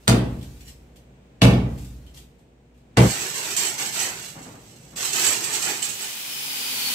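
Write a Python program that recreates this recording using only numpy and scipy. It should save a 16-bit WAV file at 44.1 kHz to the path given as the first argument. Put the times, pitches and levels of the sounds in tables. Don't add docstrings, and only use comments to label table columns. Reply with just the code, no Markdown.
import sys
import numpy as np
from scipy import signal
from scipy.fft import rfft, irfft, next_fast_len
from scipy.io import wavfile
from scipy.ndimage import uniform_filter1d

SR = 44100
rng = np.random.default_rng(int(sys.argv[2]) if len(sys.argv) > 2 else 0)


def master_out(mix):
    frames = np.transpose(np.atleast_2d(mix))
    ceiling = np.clip(frames, -1, 1)
    pcm = np.round(ceiling * 32767).astype(np.int16)
    wavfile.write(sys.argv[1], SR, pcm)


N = 306054
TIME = np.arange(N) / SR


def from_db(db):
    return np.exp(np.asarray(db) * (np.log(10) / 20))


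def rms_one(x):
    return x / np.sqrt(np.mean(x ** 2) + 1e-20)


def at_hz(points, hz):
    freqs, values = np.transpose(points)
    return np.interp(np.log(hz + 1e-9), np.log(freqs), values)


def colour(x, spectrum):
    size = next_fast_len(N, True)
    hz = np.linspace(0, SR / 2, size // 2 + 1)
    low_cut = 1 + (.8 * spectrum[0][0] / (hz + 1)) ** 8
    high_cut = 1 + (.8 * hz / spectrum[-1][0]) ** 8
    gain = from_db(at_hz(spectrum, hz)) / np.sqrt(low_cut * high_cut)
    return rms_one(irfft(rfft(x, size) * gain, size)[..., :N])


def pan_gains(left_db):
    return from_db(left_db / 2 * np.array([[1], [-1]]))


def panned(x, pan):
    size = next_fast_len(N, True)
    left_db = at_hz(pan, np.linspace(0, SR / 2, size // 2 + 1))
    return irfft(rfft(x, size) * pan_gains(left_db), size)[:, :N]


def add(out, start_s, sound):
    start = max(round(start_s * SR), 0)
    out[..., start:start + sound.shape[-1]] += sound[..., :N - start]


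def resonance(x, hz, width_hz):
    r = np.exp(-np.pi * width_hz / SR)
    feedback = [1, -2 * r * np.cos(2 * np.pi * hz / SR), r * r]
    return signal.lfilter(np.sqrt((1 - r * r) / 2) * np.array([1, 0, -1]), feedback, x)


def drift(per_s):
    knots = rng.standard_normal(4096)
    return rms_one(np.interp(TIME * per_s, np.arange(len(knots)), knots))


def swells(rows, attack_s, release_s):
    power = 0
    for start_s, length_s, db in rows:
        age = np.maximum(TIME - start_s, 0)
        rise = 1 - np.exp(-age / attack_s)
        fall = np.exp(-np.maximum(age - length_s, 0) / release_s)
        power = power + (from_db(db) * rise * fall) ** 2
    return np.sqrt(power)


def grains(per_s, spread_db, size=N):
    strength = from_db(spread_db * np.minimum(rng.exponential(1, size), 4))
    return rms_one(strength * rng.choice([-1, 1], size) * (rng.random(size) < per_s / SR))


# frequency in Hz, left-right correlation.
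STEREO_LIKENESS = [(60, 0.91), (170, 0.98), (330, 0.89), (600, 0.22), (1300, -0.059), (3000, -0.042),
                   (15000, -0.064)]

def room_noise(size):
    padded = next_fast_len(size, True)
    mid, side = rfft(rng.standard_normal((2, padded)))
    alike = np.clip(at_hz(STEREO_LIKENESS, np.linspace(0, SR / 2, len(mid))), -1, 1)
    return irfft(np.sqrt(1 + alike) * mid + np.sqrt(1 - alike) * side * [[1], [-1]], padded)[:, :size]


def in_room(x, direct_db, t60):
    retained = from_db(-120 / (t60 * SR))
    stored = signal.lfilter([0, 1 - retained], [1, -retained], x * x + 1e-18)
    return (from_db(direct_db) * x + np.sqrt(stored) * room_noise(N)) / np.hypot(1, from_db(direct_db))


def near_echoes(x, echo_db, longest_s, change_per_s, count=26):
    out, power = x, 1
    for lag in (rng.uniform(.05, 1, count) * longest_s * SR).astype(int):
        gain = from_db(echo_db) * drift(change_per_s)
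        out = out + gain * np.pad(x, [(0, 0), (lag, 0)])[:, :N]
        power = power + gain ** 2
    return out / np.sqrt(power)


# frequency in Hz, EQ gain in dB.
AIR_EQ = [(25, -27.5), (55, -6), (90, -8.5), (130, 2.5), (180, -2), (260, -5.5), (470, -9.5), (700, -13),
          (1200, -23), (2600, -24), (5000, -34.5), (8300, -33), (10000, -47), (15000, -42.5)]
# frequency in Hz, relative level in dB.
COOLER_PARTIALS = [(59.2, -2.5), (134.6, -9), (242.2, -11), (473.7, -16.5)]
# start in seconds, air level in dB, hum gain in dB.
BED_LEVELS = [(0, -53, -54), (2.35, -56.5, -55), (2.97, -49.5, -63), (5.7, -60.5, -68.5)]

def room_tone(fade_s=.36):
    starts, *levels_db = np.transpose(BED_LEVELS)
    stretch = np.searchsorted(starts[1:], TIME)
    air_db, hum_db = [uniform_filter1d(db[stretch], round(fade_s * SR)) for db in levels_db]
    hum = np.sqrt(2) * sum(from_db(db) * np.sin(2 * np.pi * hz * TIME) for hz, db in COOLER_PARTIALS)
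    return from_db(air_db) * colour(room_noise(N), AIR_EQ) + from_db(hum_db) * hum


# frequency in Hz, EQ gain in dB.
DUST_EQ = [(1500, -2), (4000, -1.5), (8000, -2), (10000, -7), (14000, -5.5), (16000, -11)]
# start in seconds, length in seconds, level in dB.
DUST_TRICKLES = [(-0.05, 0.064, -56.5), (.22, 0.39, -56), (1.62, 0.29, -56.5)]

def dust():
    spray = in_room(grains(per_s=1500, spread_db=-3), direct_db=-3.5, t60=.4)
    return swells(DUST_TRICKLES, attack_s=.05, release_s=.16) * colour(spray, DUST_EQ)


# frequency in Hz, seconds to fall 60 dB.
ROOM_DECAY = [(50, 2.1), (120, 0.84), (250, 0.64), (600, 0.6), (1500, 0.63), (3000, 0.52), (6000, 0.22),
              (10000, .32), (15000, 0.19)]
BLOW_AGE = np.arange(65536) / SR

def room_ring(spectrum, tilt_db, hold_s, build_cycles=1):
    white = [room_noise(len(BLOW_AGE)) for _ in range(2)]
    edges = np.geomspace(28, 16000, 23)
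    centres = np.sqrt(edges[1:] * edges[:-1])
    gains = from_db(at_hz(spectrum, centres) + tilt_db * np.log2(centres / 2500))
    gains *= np.sqrt(np.diff(edges))
    gains *= (centres > spectrum[0][0] / 2) * (centres < spectrum[-1][0])
    out = 0
    for k in np.flatnonzero(gains):
        band_pass = signal.butter(2, edges[k:k + 2], "band", fs=SR, output="sos")
        band = signal.sosfilt(band_pass, white[k % 2])
        rise = 1 - np.exp(-BLOW_AGE * centres[k] / build_cycles)
        fall = from_db(-60 * np.maximum(BLOW_AGE - hold_s, 0) / at_hz(ROOM_DECAY, centres[k]))
        envelope = rise * fall
        out = out + gains[k] * rms_one(band * envelope) * np.sqrt(np.mean(envelope ** 2))
    return out / np.linalg.norm(gains)


# frequency in Hz, relative level in dB, seconds to fall 60 dB.
WALL_MODES = [(58.1, -8.5, 1.5), (71.7, -11.5, 1.4), (86, -16.5, 1.1), (119.26, 7.5, 0.59),
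              (129.9, -2.5, 0.95), (188.1, 1, .7), (230, -10.5, 0.93), (266.2, -6, 0.44), (287.5, -18, 1.2),
              (379.2, -17.5, 0.39), (407, -22, 0.39), (473, -9.5, 0.24), (665, -8, 0.22),
              (815, -27.5, 0.99), (1193, -28.5, .35), (1407, -22.5, .3)]
# frequency in Hz, EQ gain in dB.
BOOM_EQ = [(30, -26), (42, -21), (55, -12), (90, -11), (125, 1.5), (160, -8), (210, 2), (300, -7),
           (400, -10.5), (520, -12), (750, -18.5), (1100, -25), (2000, -49.5)]

def wall_boom(tilt_db, modes_db=-6, diffuse_db=-6.5, swell_s=.011):
    diffuse = room_ring(BOOM_EQ, tilt_db, hold_s=.044, build_cycles=.9)
    modes = 0
    for k, (hz, db, t60) in enumerate(WALL_MODES):
        polarity = (-1) ** (k + 1)
        modes = modes + polarity * from_db(db - 60 * BLOW_AGE / t60) * np.sin(2 * np.pi * hz * BLOW_AGE)
    return from_db(diffuse_db) * diffuse + from_db(modes_db) * modes * (1 - np.exp(-BLOW_AGE / swell_s))


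# frequency in Hz, EQ gain in dB.
CRACK_EQ = [(400, -15.5), (900, -8), (1400, -4), (2500, -4), (4000, 0.5), (6000, -6), (8000, -4.5),
            (9800, -19.5), (12000, -13), (15500, -21.5)]

def brick_crack(crack_db, tilt_db, ring_hz, ring_db, snap_s=.0013):
    splits = grains(per_s=450, spread_db=2, size=len(BLOW_AGE))
    crunch = rms_one(np.abs(uniform_filter1d(splits, size=45)))
    snap = 1 + np.exp(-BLOW_AGE / snap_s) + .98 * crunch * np.exp(-BLOW_AGE / .05)
    crack = room_ring(CRACK_EQ, tilt_db, hold_s=.0044) * snap
    burst = room_noise(len(BLOW_AGE)) * snap * np.exp(-BLOW_AGE / .066)
    return from_db(crack_db) * crack + from_db(ring_db) * resonance(burst, ring_hz, width_hz=1100)


# start in seconds, boom gain in dB, boom tilt in dB per octave, crack gain in dB,
# crack tilt in dB per octave, brick ring in Hz, ring gain in dB, seconds until the hit breaks off.
HAMMER_HITS = [(0.078, -9, 1.5, -21, 1.3, 1320, -26.5, 2.5), (1.417, -5, 1.5, -21, -3.4, 2500, -23, 2.5),
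               (2.97, -6, 3, -23.5, -8.5, 2030, -25, 0.094)]
# frequency in Hz, left over right in dB.
HAMMER_PAN = [(60, -0.5), (380, 0), (700, 1.5), (1300, 0), (2400, -5), (4400, 1), (15000, 3)]

def hammer(end_fade_s=.023, tremor_lead_s=.0045, tremor_db=-21):
    booms, cracks = np.zeros((2, 2, N))
    for start_s, boom_db, boom_tilt, crack_db, crack_tilt, ring_hz, ring_db, length_s in HAMMER_HITS:
        ending = np.exp(-np.maximum(BLOW_AGE - length_s, 0) / end_fade_s)
        add(booms, start_s, from_db(boom_db) * wall_boom(boom_tilt) * ending)
        add(cracks, start_s, brick_crack(crack_db, crack_tilt, ring_hz, ring_db) * ending)
    blows = booms + near_echoes(cracks, echo_db=-18, longest_s=.008, change_per_s=8)
    early = np.roll(blows, -round(tremor_lead_s * SR), axis=1)
    tremor = signal.lfilter([.3], [1, -.7], early)
    return panned(blows + from_db(tremor_db) * tremor, HAMMER_PAN)


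def landings(rows, per_s, first_tick, clatter_s, size=16384):
    out, age = np.zeros(N), np.arange(size) / SR
    for start_s, level_db, scatter_s, _ in rows:
        ticks = grains(per_s, spread_db=13.5, size=size) * np.exp(-age / scatter_s)
        ticks /= np.linalg.norm(ticks)
        ticks[0] += first_tick
        add(out, start_s, from_db(level_db) * ticks / np.linalg.norm(ticks) * np.sqrt(clatter_s * SR))
    return out


def clinks(rows, t60, width_hz=220, size=16384):
    out, age = np.zeros((2, N)), np.arange(size) / SR
    for start_s, level_db, _, hz in rows:
        ring = rms_one(resonance(room_noise(size), hz, width_hz))
        add(out, start_s, ring * from_db(level_db - 60 * age / t60))
    return out


# start in seconds, level in dB, scatter decay in seconds, clink pitch in Hz.
CHIP_LANDINGS = [(0.412, -50, 0.015, 3197), (0.485, -61.5, 0.045, 5430), (0.606, -51.5, 0.048, 2470),
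                 (0.655, -52, 0.015, 7100), (0.674, -48.5, 0.0059, 5400), (0.958, -57.5, 0.013, 3240),
                 (1.778, -49, 0.015, 8130), (1.845, -53, 0.016, 7500), (2.065, -52.5, 0.063, 3080),
                 (2.14, -55, 0.073, 5660), (2.168, -48.5, 0.017, 3220), (2.385, -69.5, 0.012, 8200),
                 (2.745, -68, 0.023, 2690)]
# frequency in Hz, EQ gain in dB.
CHIP_EQ = [(500, -10), (1300, -7), (2800, 2.5), (4000, 3), (5400, -1), (8000, 3), (10000, -5.5),
           (14000, -1.5), (16000, -27)]

def chips(clink_db=-3.5):
    ticks = landings(CHIP_LANDINGS, per_s=650, first_tick=.42, clatter_s=.024)
    ticks = in_room(ticks, direct_db=-8, t60=.25)
    patter = colour(ticks, CHIP_EQ) * np.std(ticks) + dust()
    rings = from_db(clink_db) * clinks(CHIP_LANDINGS, t60=.27)
    return rings + near_echoes(patter, echo_db=-19, longest_s=.004, change_per_s=16)


# frequency in Hz, EQ gain in dB.
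GRIT_EQ = [(1180, -14.5), (2000, -10.5), (2990, -7.5), (3840, -6.5), (4360, -6), (5180, -7), (6520, -5.5),
           (7110, -9.5), (7740, -3.5), (9680, -18.5), (12000, -12), (14100, -15.5), (15500, -21)]
# frequency in Hz, width in Hz, relative level in dB.
SHOVEL_MODES = [(2750, 140, -7.5), (3026, 130, -5.5), (4200, 100, -14), (4530, 180, -11), (5700, 190, -8.5),
                (6640, 62, -1.5), (7520, 160, -7.5), (7720, 91, -1.5), (7980, 75, -4.5), (8530, 220, -15),
                (10400, 170, -12), (11170, 85, -16), (11690, 200, -16)]

def on_shovel(ticks, ring_db, ring_left_db=0):
    steel = rms_one(sum(from_db(db) * resonance(ticks, hz, width) for hz, width, db in SHOVEL_MODES))
    return rms_one(colour(ticks, GRIT_EQ) + from_db(ring_db) * steel * pan_gains(ring_left_db))


# start in seconds, level in dB, scatter decay in seconds, clink pitch in Hz.
SHOVEL_HITS = [(2.972, -26.5, 0.041, 8460), (3.087, -27, 0.023, 7560), (3.172, -37.5, 0.0075, 5940),
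               (3.351, -52, .02, 4300), (3.566, -19.5, 0.0045, 7500), (3.655, -26, 0.011, 7800),
               (3.799, -39, 0.0057, 2860), (3.936, -33, 0.0081, 7600), (3.992, -23, 0.023, 6020),
               (4.25, -52, 0.032, 6950), (4.419, -46, 0.0085, 7900), (4.708, -55, 0.008, 5640),
               (4.805, -58, 0.01, 7950), (4.962, -34.5, 0.014, 7440), (5.049, -26, .012, 7800),
               (5.131, -24.5, 0.005, 6640), (5.175, -33.5, 0.015, 4530), (5.238, -18.5, 0.016, 7630),
               (5.267, -17, 0.064, 7420), (5.44, -26, 0.012, 8000), (5.527, -26.5, 0.01, 7020),
               (5.621, -24.5, 0.057, 7680), (5.822, -24, 0.018, 7470), (5.89, -32, 0.0055, 7250),
               (6.018, -35, 0.0086, 7900)]

def clatter(clink_db=-4):
    pieces = landings(SHOVEL_HITS, per_s=1100, first_tick=.6, clatter_s=.008)
    pieces = in_room(pieces, direct_db=-4, t60=.3)
    blade = on_shovel(pieces, ring_db=-8.5, ring_left_db=-20.5) * np.std(pieces)
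    return blade + from_db(clink_db) * clinks(SHOVEL_HITS, t60=.28)


def shards(per_s=320, low_hz=1100, high_hz=9000, q=35, count=40):
    knocks = grains(per_s, spread_db=2)
    struck_bit = rng.integers(0, count, N)
    out = 0
    for k, hz in enumerate(np.geomspace(low_hz, high_hz, count)):
        clack = resonance(knocks * (struck_bit == k) + 1e-18, hz, hz / q)
        out = out + clack * rng.choice([-1, 1], (2, 1))
    return rms_one(out)


# start in seconds, length in seconds, grit level in dB, lump level in dB.
RUBBLE_SLIDES = [(2.997, 0.27, -30, -35.5), (3.329, 0.18, -28.5, -35.5), (3.56, 0.095, -25.5, -31.5),
                 (3.77, 0.042, -25.5, -30.5), (3.923, 0.13, -28.5, -31.5), (4.126, 0.098, -37, -45.5),
                 (4.36, 0.16, -50, -57), (4.58, .35, -54, -64), (4.955, 0.11, -27.5, -35.5),
                 (5.118, 0.2, -24.5, -29.5), (5.396, 0.13, -31, -35), (5.522, 0.047, -27, -35.5),
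                 (5.614, 0.092, -27.5, -30.5), (5.816, .03, -29, -41), (5.979, 0.026, -30, -37)]
# frequency in Hz, EQ gain in dB.
LUMP_EQ = [(110, -54), (180, -6.5), (282, -11.5), (309, -3.5), (380, 1), (555, -6.5), (801, 0),
           (1180, -7.5), (1600, -2), (2800, -2), (3640, -26), (6160, -120)]
# frequency in Hz, left over right in dB.
HEAP_PAN = [(200, -0.5), (1300, -1), (2400, -1), (4400, -2.5), (8000, -11), (11000, -0.5), (15000, -4.5)]

def rubble(shards_db=-6.5):
    grit_rows = [(start_s, length_s, db) for start_s, length_s, db, _ in RUBBLE_SLIDES]
    lump_rows = [(start_s, length_s, db) for start_s, length_s, _, db in RUBBLE_SLIDES]
    fine = in_room(grains(per_s=1100, spread_db=4.5), direct_db=-6, t60=.3)
    grit = on_shovel(fine, ring_db=-12) * swells(grit_rows, attack_s=.019, release_s=.1)
    coarse = in_room(grains(per_s=500, spread_db=0), direct_db=-8.5, t60=1.0)
    lumps = colour(coarse, LUMP_EQ) + from_db(shards_db) * shards()
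    lumps *= swells(lump_rows, attack_s=.036, release_s=.097)
    masonry = near_echoes(grit + lumps + clatter(), echo_db=-20, longest_s=.004, change_per_s=22)
    return panned(masonry, HEAP_PAN)


# start in seconds, level in dB.
HEAP_THUDS = [(3.08, -33.5), (4.35, -36.5), (4.448, -39), (4.525, -42), (4.92, -43), (5.87, -42)]
# frequency in Hz, EQ gain in dB.
RUMBLE_EQ = [(30, -18), (60, -28), (110, 2.5), (160, -3.5), (260, -2.5), (400, -10.5), (900, -10.5),
             (1800, -19)]

def heap_rumble(rumble_db=-17, thud_hold_s=.014):
    rolls = [(start_s, length_s, db + rumble_db) for start_s, length_s, _, db in RUBBLE_SLIDES]
    thuds = [(start_s, thud_hold_s, db) for start_s, db in HEAP_THUDS]
    rolling = swells(rolls, attack_s=.036, release_s=.2)
    settling = swells(thuds, attack_s=.014, release_s=.065)
    return np.hypot(rolling, settling) * colour(room_noise(N), RUMBLE_EQ)


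def grinder_whine(phase, steady, slowing_db=-10.5, settled_db=-6, flutter_db=5):
    low_passes = [signal.butter(2, width_hz, fs=SR, output="sos") for width_hz in (190, 65)]
    wide, narrow = [rms_one(signal.sosfilt(sos, rng.standard_normal((2, 2, N)))) for sos in low_passes]
    smear = from_db(slowing_db) * np.sqrt(1 - steady) * wide
    smear += from_db(settled_db) * np.sqrt(steady) * narrow
    flutter = from_db(flutter_db * steady * drift(per_s=22))
    return (smear[0] * np.cos(phase) + smear[1] * np.sin(phase)) * flutter


# time in seconds, whine pitch in Hz.
WHINE_GLIDE = [(6.0, 5480), (6.35, 5230), (6.52, 5020), (6.66, 4750), (6.8, 4470), (6.94, 4410)]
# frequency in Hz, EQ gain in dB.
GRINDING_EQ = [(120, -37), (200, -14), (249, -20), (358, -14.5), (399, -12.5), (728, -13.5), (812, -6),
               (1090, -10.5), (1880, -7), (2470, -3), (2700, -2), (3750, -2), (4500, -3), (6590, -5.5),
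               (15500, -6.5)]
# frequency in Hz, width in Hz, level against the hiss in dB.
DISC_MODES = [(237, 140, -29), (2460, 60, -17.5), (3026, 66, -15.5)]
# fraction of the whine's pitch, level against the hiss in dB.
MOTOR_PARTIALS = [(1 / 36, -32), (1 / 18, -27.5)]

def grinder(start_s=5.67, attack_s=.13, start_db=-37.5, rise_db_per_s=10, settles_s=6.78, waver_db=2.5):
    age = np.maximum(TIME - start_s, 0)
    level = from_db(start_db + rise_db_per_s * age) * (1 - np.exp(-age / attack_s))
    biting = np.interp(TIME, [6.15, 6.35], [0, 1])
    steady = .5 + .5 * np.tanh((TIME - settles_s) / .033)
    whine_hz = np.interp(TIME, *np.transpose(WHINE_GLIDE))
    wobble = 1 + .014 * (1 - steady) * drift(per_s=25)
    phase = 2 * np.pi * np.cumsum(whine_hz * wobble) / SR
    whine = grinder_whine(phase, steady)
    friction = room_noise(N)
    hiss = colour(room_noise(N), GRINDING_EQ)
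    ring = sum(from_db(db) * resonance(friction, hz, width) for hz, width, db in DISC_MODES)
    drone = np.sqrt(2) * sum(from_db(db + waver_db * drift(per_s=16)) * np.sin(fraction * phase)
                             for fraction, db in MOTOR_PARTIALS)
    return level * (hiss + ring + biting * (whine + drone))


def scene():
    return hammer() + chips() + rubble() + heap_rumble() + grinder() + room_tone()


def record(dry, ceiling=.94, cutoff_hz=15650):
    low_pass = signal.ellip(12, .1, 80, cutoff_hz, fs=SR, output="sos")
    return signal.sosfilt(low_pass, ceiling * np.tanh(dry / ceiling))


dry = scene()
out = record(dry)
master_out(out)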